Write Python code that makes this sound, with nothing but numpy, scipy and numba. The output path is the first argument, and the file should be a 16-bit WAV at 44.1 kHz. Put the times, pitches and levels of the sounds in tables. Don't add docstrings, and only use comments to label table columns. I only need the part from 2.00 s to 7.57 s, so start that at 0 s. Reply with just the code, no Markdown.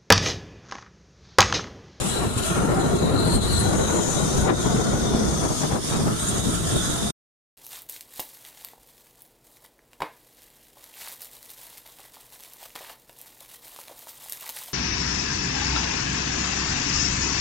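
import sys
import numpy as np
from scipy import signal
from scipy.fft import rfft, irfft
from scipy.io import wavfile
from scipy.ndimage import map_coordinates
from numba import njit

SR = 44100
rng = np.random.default_rng(int(sys.argv[2]) if len(sys.argv) > 2 else 0)


def generate_wav(sig):
    pcm = np.round(np.clip(np.atleast_2d(sig).T, -1, 1) * 32767).astype(np.int16)
    wavfile.write(sys.argv[1], SR, pcm)


N = 245637
TIME = np.arange(N) / SR
SIDES = np.array([[1], [-1]])


# time in seconds, rumble level in dB, roar level in dB.
FLAME_LEVELS = [(0, -32, -35), (.22, -33, -30), (.5, -31.5, -33.5), (.6, -28.5, -30.5), (.75, -28.5, -27),
                (1.25, -27.5, -28), (1.45, -29, -30.5), (1.7, -29, -29), (1.95, -31, -26.5),
                (2.15, -30, -30), (2.75, -28, -29), (3.25, -25.5, -29), (3.48, -31.5, -33.5),
                (3.6, -31, -34.5), (4.05, -29, -34), (4.25, -31.5, -39), (4.75, -31, -38), (5.1, -32, -35)]
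# frequency in Hz, relative level in dB.
RUMBLE_COLOUR = [(30, -27.5), (60, -1), (95, -7.5), (130, 1), (185, -3), (260, -6), (400, -10.5),
                 (800, -58)]
ROAR_COLOUR = [(100, -7), (200, -2.5), (300, 0.5), (430, 2.5), (590, -4), (705, -3.5), (800, -7),
               (1050, -9), (1350, -16), (1650, -19), (2000, -17), (2400, -23), (3500, -60.5), (7000, -58.5)]
# frequency in Hz, left minus right in dB.
ROAR_LEAN = [(200, -1.5), (370, -3.5), (560, 1), (720, 6), (900, 5.5), (1030, 3.5), (1180, 4), (1420, -4),
             (1800, -5.5), (2500, -10)]
# time in seconds, dip in dB (negative lifts), half length in seconds.
LULLS = [(.33, 3, 0.05), (.665, 1, 0.016), (1.42, 1.5, 0.02), (2.06, 2.5, 0.022), (2.425, -2.5, 0.0086),
         (2.57, 3.5, 0.021), (3.555, 4, 0.02), (3.82, 4.5, 0.046), (4.185, 6.5, 0.021)]

def flame():
    rumble_db, roar_db = curves(FLAME_LEVELS)
    puffs, surges = walk(140), walk(45)
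    deep = deep_eddies()
    rumble = turbulence(RUMBLE_COLOUR) * undb(rumble_db) * flicker(surges, depth_db=1.5)
    roar = turbulence(ROAR_COLOUR, spectrum(ROAR_LEAN)) * undb(roar_db)
    roar = roar * flicker(surges, depth_db=1.9) * pan(side_db=6)
    puffing = (roar + burner_ring()) * flicker(puffs, depth_db=0.47)
    burning = patchy(rumble + puffing, depth_db=3.0, patch_hz=70.44, patch_s=.06)
    return (deep + burning + burning_pocket(rumble_db)) * undb(-bumps(LULLS))


# time in seconds, level in dB, half length in seconds, centre in Hz.
FLARES = [(0.262, -26.5, 0.03, 150), (0.37, -22, 0.0041, 130), (0.578, -29, 0.024, 650),
          (0.713, -25.5, 0.017, 500), (0.86, -32, 0.019, 502), (0.938, -23, 0.019, 170),
          (1.044, -25, 0.023, 270), (1.143, -20, 0.005, 220), (1.201, -25, 0.013, 260),
          (1.349, -22, 0.022, 110), (1.509, -26, 0.011, 85), (1.681, -23.5, .014, 170),
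          (1.748, -31, 0.0091, 702), (1.95, -27, 0.012, 398), (2.383, -23, 0.012, 85),
          (2.492, -22.5, 0.02, 580), (2.5, -34, .007, 1700), (2.663, -27.5, 0.021, 260),
          (2.768, -25, 0.0047, 220), (2.77, -39, .006, 1600), (2.951, -25.5, 0.015, 120),
          (3.44, -30, 0.025, 593), (3.511, -27.5, 0.012, 297), (3.637, -28.5, 0.017, 500),
          (3.72, -31, 0.013, 676), (3.763, -26, 0.02, 430), (3.945, -31.5, 0.022, 744),
          (4.005, -31, .012, 560), (4.08, -28.5, 0.011, 523), (4.37, -34.5, 0.034, 620),
          (4.484, -25, 0.021, 167), (4.766, -19, 0.0043, 167.6), (5.046, -29, 0.012, 130)]
# multiple of its centre, relative level in dB.
FLARE_COLOUR = [(.15, -19), (.55, -3), (1.1, -2.5), (2.2, -12.5), (3.4, -19), (5, -30), (12, -48.5)]
# frequency in Hz, left minus right in dB.
FLARE_LEAN = [(120, 1), (300, 6.5), (700, 8.5), (2500, 21)]

def flares():
    out = 0
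    for s, db, length, hz in FLARES:
        colour = [(hz * multiple, gain_db) for multiple, gain_db in FLARE_COLOUR]
        gust = turbulence(colour, spectrum(FLARE_LEAN))
        out = out + burst(gust, s, length) * undb(db)
    return out


# time in seconds, then hiss, lower and upper resonance in dB.
JET_LEVELS = [(0, -34.5, -45, -40.5), (.18, -36, -39, -42.5), (.5, -38, -46.5, -42.5), (.68, -41, -51, -47),
              (.8, -41, -43.5, -43.5), (1, -41.5, -43.5, -43.5), (1.15, -42.5, -39, -48.5),
              (1.3, -36.5, -35.5, -44.5), (1.6, -35.5, -35.5, -41), (1.74, -38, -44, -37),
              (2.06, -37, -42, -32.5), (2.4, -37.5, -41.5, -36), (2.8, -40.5, -41.5, -37.5),
              (3.15, -41.5, -42.5, -40), (3.35, -38.5, -48.5, -37.5), (3.65, -39.5, -48, -42.5),
              (3.95, -39.5, -45.5, -42), (4.12, -38.5, -49.5, -47), (4.24, -33.5, -39.5, -40),
              (4.38, -36, -39.5, -37.5), (4.6, -34, -41.5, -39.5), (4.85, -33.5, -38.5, -38),
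              (5.1, -37, -42, -41.5)]
# time in seconds, left minus right in dB for the same three.
JET_PLACE = [(0, 3, -4, 1), (.25, 5, 13, -3), (.52, 5, -7.5, -2), (.9, 3.5, 16, -1), (1.35, 6, 7.5, -4),
             (1.85, 4.5, 6, 7.5), (2.15, 2.5, 2, 9.5), (2.45, 4.5, -6, 6), (2.8, 4.5, 4, 6.5),
             (3.45, 2.5, -2, 6), (3.9, -1.5, 3.5, 4), (4.3, 0, -6, -1), (4.65, 0, -9.5, -5.5),
             (5.1, 0, -2.5, 1.5)]
# time in seconds, lower and upper resonance in Hz.
CUP_PITCHES = [(0, 4000, 7250), (.38, 3970, 7460), (.54, 3880, 6300), (.75, 4000, 7070), (1.12, 3970, 7000),
               (1.3, 4100, 7300), (1.6, 4100, 6560), (1.75, 3920, 6700), (2.04, 3920, 6840),
               (2.27, 3780, 6420), (2.55, 3680, 6600), (2.85, 3540, 6570), (3.1, 3580, 6140),
               (3.4, 3480, 6430), (3.9, 3710, 6560), (4.22, 3660, 6700), (4.37, 3830, 6650),
               (4.55, 3630, 6700), (5.1, 3600, 6600)]
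# time in seconds, rasp below the resonances in dB, rush between them in dB.
JET_BANDS = [(0, -43, -42.5), (.45, -44, -48.5), (.7, -51, -49.5), (1.2, -51.5, -53.5), (2.3, -52.5, -42),
             (3.6, -61, -41.5), (4.2, -70, -42.5), (5.1, -65.5, -41.5)]
# time in seconds, change in dB, half length in seconds.
JET_SURGES = [(.09, 1.5, 0.039), (.32, -4, 0.084), (.385, 5.5, 0.01), (.475, 5, 0.053), (1.35, 1, 0.012),
              (1.395, -5.5, 0.017), (2.515, -8.5, 0.039), (3.61, 3, 0.059), (3.795, -4.5, 0.022),
              (3.9, 3.5, 0.06), (4.42, -3, 0.013), (4.61, -3, 0.024)]
# frequency in Hz, relative level in dB.
HISS_COLOUR = [(1500, 0.5), (2500, -10), (3400, 0), (4000, -13.5), (4900, -31.5), (5800, -7), (6800, -6),
               (8000, 0), (9000, 2), (9900, -2), (11000, -8), (12500, -12.5), (14300, -16.5)]
# time in seconds, centre and width in Hz, level in dB, half length in seconds.
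SPURTS = [(0.09, 8100, 900, -33, 0.034), (0.378, 8440, 2600, -35, 0.0082), (0.463, 9000, 3000, -34, 0.012),
          (0.573, 8600, 3000, -36.5, 0.009), (1.198, 8700, 2400, -38, .009),
          (1.277, 8300, 2400, -39, 0.0099), (1.355, 8400, 1100, -34, 0.015),
          (1.357, 10400, 1000, -39, .014), (1.519, 9900, 1500, -37, 0.013),
          (1.586, 7930, 650, -36.5, 0.074), (1.602, 9900, 1200, -32, 0.013), (3.61, 6700, 1500, -38, 0.016),
          (4.213, 8300, 750, -32.5, 0.018), (4.285, 6900, 1200, -30, .01), (4.292, 9000, 1700, -30.5, 0.01),
          (4.536, 8700, 2390, -35.5, .014), (4.777, 8400, 2610, -37, .016)]

def gas_jet():
    hiss_db, lower_db, upper_db = curves(JET_LEVELS)
    hiss_side_db, lower_side_db, upper_side_db = curves(JET_PLACE)
    lower_hz, upper_hz = curves(CUP_PITCHES)
    rasp_db, rush_db = curves(JET_BANDS)
    surge_db = bumps(JET_SURGES)
    waver = 1 + .009 * walk(22)
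    lower = resonance(lower_hz * waver, width_hz=474) * undb(lower_db + surge_db)
    lower = lower * flicker(walk(18), depth_db=1.0)
    upper = resonance(upper_hz * waver, width_hz=1450) * undb(upper_db + surge_db)
    top = resonance(upper_hz * waver * 7 / 5, width_hz=1500) * undb(hiss_db - 10.5)
    hiss = turbulence(HISS_COLOUR) * undb(hiss_db + 0.46)
    rasp = resonance(2830, width_hz=1040) * undb(rasp_db)
    rush = resonance(5190, width_hz=3100) * undb(rush_db)
    spurts = sum(burst(resonance(hz * waver, width), s, length) * undb(db)
                 for s, hz, width, db, length in SPURTS)
    stream = (hiss + rasp + rush + top) * undb(surge_db) + spurts
    gas = stream * pan(hiss_side_db) + lower * pan(lower_side_db) + upper * pan(upper_side_db)
    sputter = flicker(walk(110), depth_db=0.62)
    return patchy(reflections(gas, sway=0.0511), depth_db=2.5, patch_hz=259.7, patch_s=.06) * sputter


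# multiple of its pitch, width in Hz, dB against the rumble.
POCKET_MODES = [(1, 40, -4.5), (1.9, 55, -11)]
# time in seconds, pitch in Hz, level in dB, half length in seconds.
BOOMS = [(0.582, 212, -26.5, 0.017), (0.865, 230, -28, 0.016), (.95, 360, -31, 0.025),
         (1.077, 250, -29.5, 0.018), (1.36, 240, -27, 0.013), (1.751, 310, -28.5, 0.018),
         (1.755, 140, -29, 0.019), (1.99, 333, -30.5, 0.049), (2.239, 187, -25.5, 0.016),
         (2.507, 320, -25.5, 0.019), (2.794, 202, -30, 0.11), (3.147, 200, -26.5, .014),
         (4.076, 190, -22.5, 0.015)]

def burning_pocket(rumble_db, drone_hz=180, wander=.13):
    pitch = drone_hz * (1 + wander * walk(9))
    drone = sum(resonance(pitch * multiple, width) * undb(rumble_db + db)
                for multiple, width, db in POCKET_MODES)
    booms = sum(burst(resonance(hz, width_hz=70), s, length) * undb(db) for s, hz, db, length in BOOMS)
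    return drone + booms


# time in seconds, level in dB.
HEAVE = [(.08, -48), (.22, -36), (.5, -38), (1, -35.5), (1.6, -27), (2.05, -37), (2.75, -35.5), (3.3, -38),
         (3.55, -44), (4.25, -38.5), (4.7, -31.5), (5.1, -40.5)]
# frequency in Hz, relative level in dB.
HEAVE_COLOUR = [(15, -19), (28, -12), (50, 0.5), (75, 1), (100, 5.5), (140, -6), (250, -51)]

def deep_eddies():
    level_db, = curves(HEAVE)
    return turbulence(HEAVE_COLOUR) * undb(level_db)


# time in seconds, level in dB, pitch in Hz.
BURNER_RING = [(0, -52, 1430), (.2, -37, 1364), (.33, -42.5, 1400), (.54, -31, 1370), (.66, -35, 1366),
               (.88, -35.5, 1407), (1, -46, 1380), (1.2, -35, 1360), (1.4, -42.5, 1382), (1.7, -36.5, 1460),
               (2.3, -40.5, 1438), (2.8, -38.5, 1460), (3.15, -42.5, 1443), (3.58, -39.5, 1296),
               (3.8, -59, 1300), (4.1, -35.5, 1316), (4.35, -44, 1460), (4.65, -40.5, 1340),
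               (4.85, -41.5, 1435), (5.1, -45, 1390)]
# multiple of the pitch, width in Hz, relative level in dB, left minus right in dB.
BURNER_MODES = [(.5, 89, -9.5, 12), (.81, 90.3, -11.5, -5.5), (.92, 130.5, -7, -5), (1, 100.3, -4.5, 1.5),
                (1.13, 190, -15, 1), (1.31, 169.3, -16.5, 4.5)]

def burner_ring():
    level_db, pitch = curves(BURNER_RING)
    modes = sum(resonance(pitch * multiple, width) * undb(db) * pan(side_db)
                for multiple, width, db, side_db in BURNER_MODES)
    return modes * undb(level_db)


# mean delay in milliseconds, gain against the direct sound.
REFLECTIONS = [(.76, 0.011), (1.7, 0.14), (2.9, 0.23), (4.6, 0.52), (7.5, 0.3)]

def reflections(x, sway):
    out, power = x, 1
    for delay_ms, share in REFLECTIONS:
        delays = [delay_ms / 1000 * (1 + sway * walk(1.5)) for channel in x]
        late = [map_coordinates(channel, [(TIME - delay) * SR], order=3)
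                for channel, delay in zip(x, delays)]
        out, power = out + share * np.array(late), power + share ** 2
    return out / np.sqrt(power)


# frequency in Hz, correlation.
LIKENESS = [(30, .84), (60, .76), (130, .26), (280, .02), (600, 0)]

def turbulence(colour, side_db=0):
    mid, side = rfft(rng.standard_normal((2, N)))
    alike = spectrum(LIKENESS)
    both = mid * np.sqrt(1 + alike) + SIDES * side * np.sqrt(1 - alike)
    return unit(irfft(both * undb(spectrum(colour)) * pan(side_db), N))


def resonance(hz, width_hz):
    centre, width = hz * np.ones(N), float(width_hz)
    noises = rng.standard_normal((2, N))
    return unit(np.array([bandpass(bandpass(noise, centre, width), centre, width) for noise in noises]))


@njit
def bandpass(x, hz, width):
    y, band, low = np.empty(len(x)), 0., 0.
    for i in range(len(x)):
        g, damping = np.tan(np.pi * hz[i] / SR), width / hz[i]
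        v = (band + g * (x[i] - low)) / (1 + g * (g + damping))
        band, low, y[i] = 2 * v - band, low + 2 * g * v, damping * v
    return y


def patchy(x, depth_db, patch_hz, patch_s):
    hz, s, frames = signal.stft(x, SR, nperseg=1024)
    grid = np.meshgrid(hz / patch_hz, s / patch_s, indexing="ij")
    fields = rng.standard_normal((2, 560, 380))
    patches = np.array([map_coordinates(field, grid, order=3, mode="mirror") for field in fields])
    return signal.istft(frames * flicker(patches, depth_db), SR)[1][:, :N]


def walk(rate):
    steps = rng.standard_normal(N // 10)
    wander = map_coordinates(steps, [TIME * rate], order=3, mode="wrap")
    return wander / np.std(wander)


def flicker(wander, depth_db):
    gain = undb(depth_db * wander)
    return gain / np.sqrt(np.mean(gain ** 2))


def swell(s, length):
    return np.exp(-.5 * ((TIME - s) / length) ** 2)


def bumps(table):
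    return sum(db * swell(s, length) for s, db, length in table)


def burst(x, s, length):
    shape = swell(s, length)
    cut = x * shape
    return cut * np.sqrt(2 * np.sum(shape ** 2) / np.sum(np.mean(cut ** 2, axis=0)))


def curves(table):
    s, *columns = np.transpose(table)
    return [np.interp(TIME, s, column) for column in columns]


def spectrum(points):
    hz, value = np.transpose(points)
    return np.interp(np.log(np.fft.rfftfreq(N, 1 / SR) + 1), np.log(hz), value)


def pan(side_db):
    gains = undb(SIDES * side_db / 2)
    return gains / np.sqrt(np.mean(gains ** 2, axis=0))


def unit(x):
    return x / np.std(x.mean(axis=0))


def undb(db):
    return 10 ** (np.asarray(db) / 20)


def scene():
    return flame() + flares() + gas_jet()


def record(dry):
    stop_s, fade_s, top_hz = 5.106, .002, 14200
    running = np.exp(-np.maximum(TIME - stop_s, 0) / fade_s)
    lowpass = signal.ellip(14, .1, 80, top_hz, fs=SR, output="sos")
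    return signal.sosfilt(lowpass, dry * running)


dry = scene()
out = record(dry)
generate_wav(out)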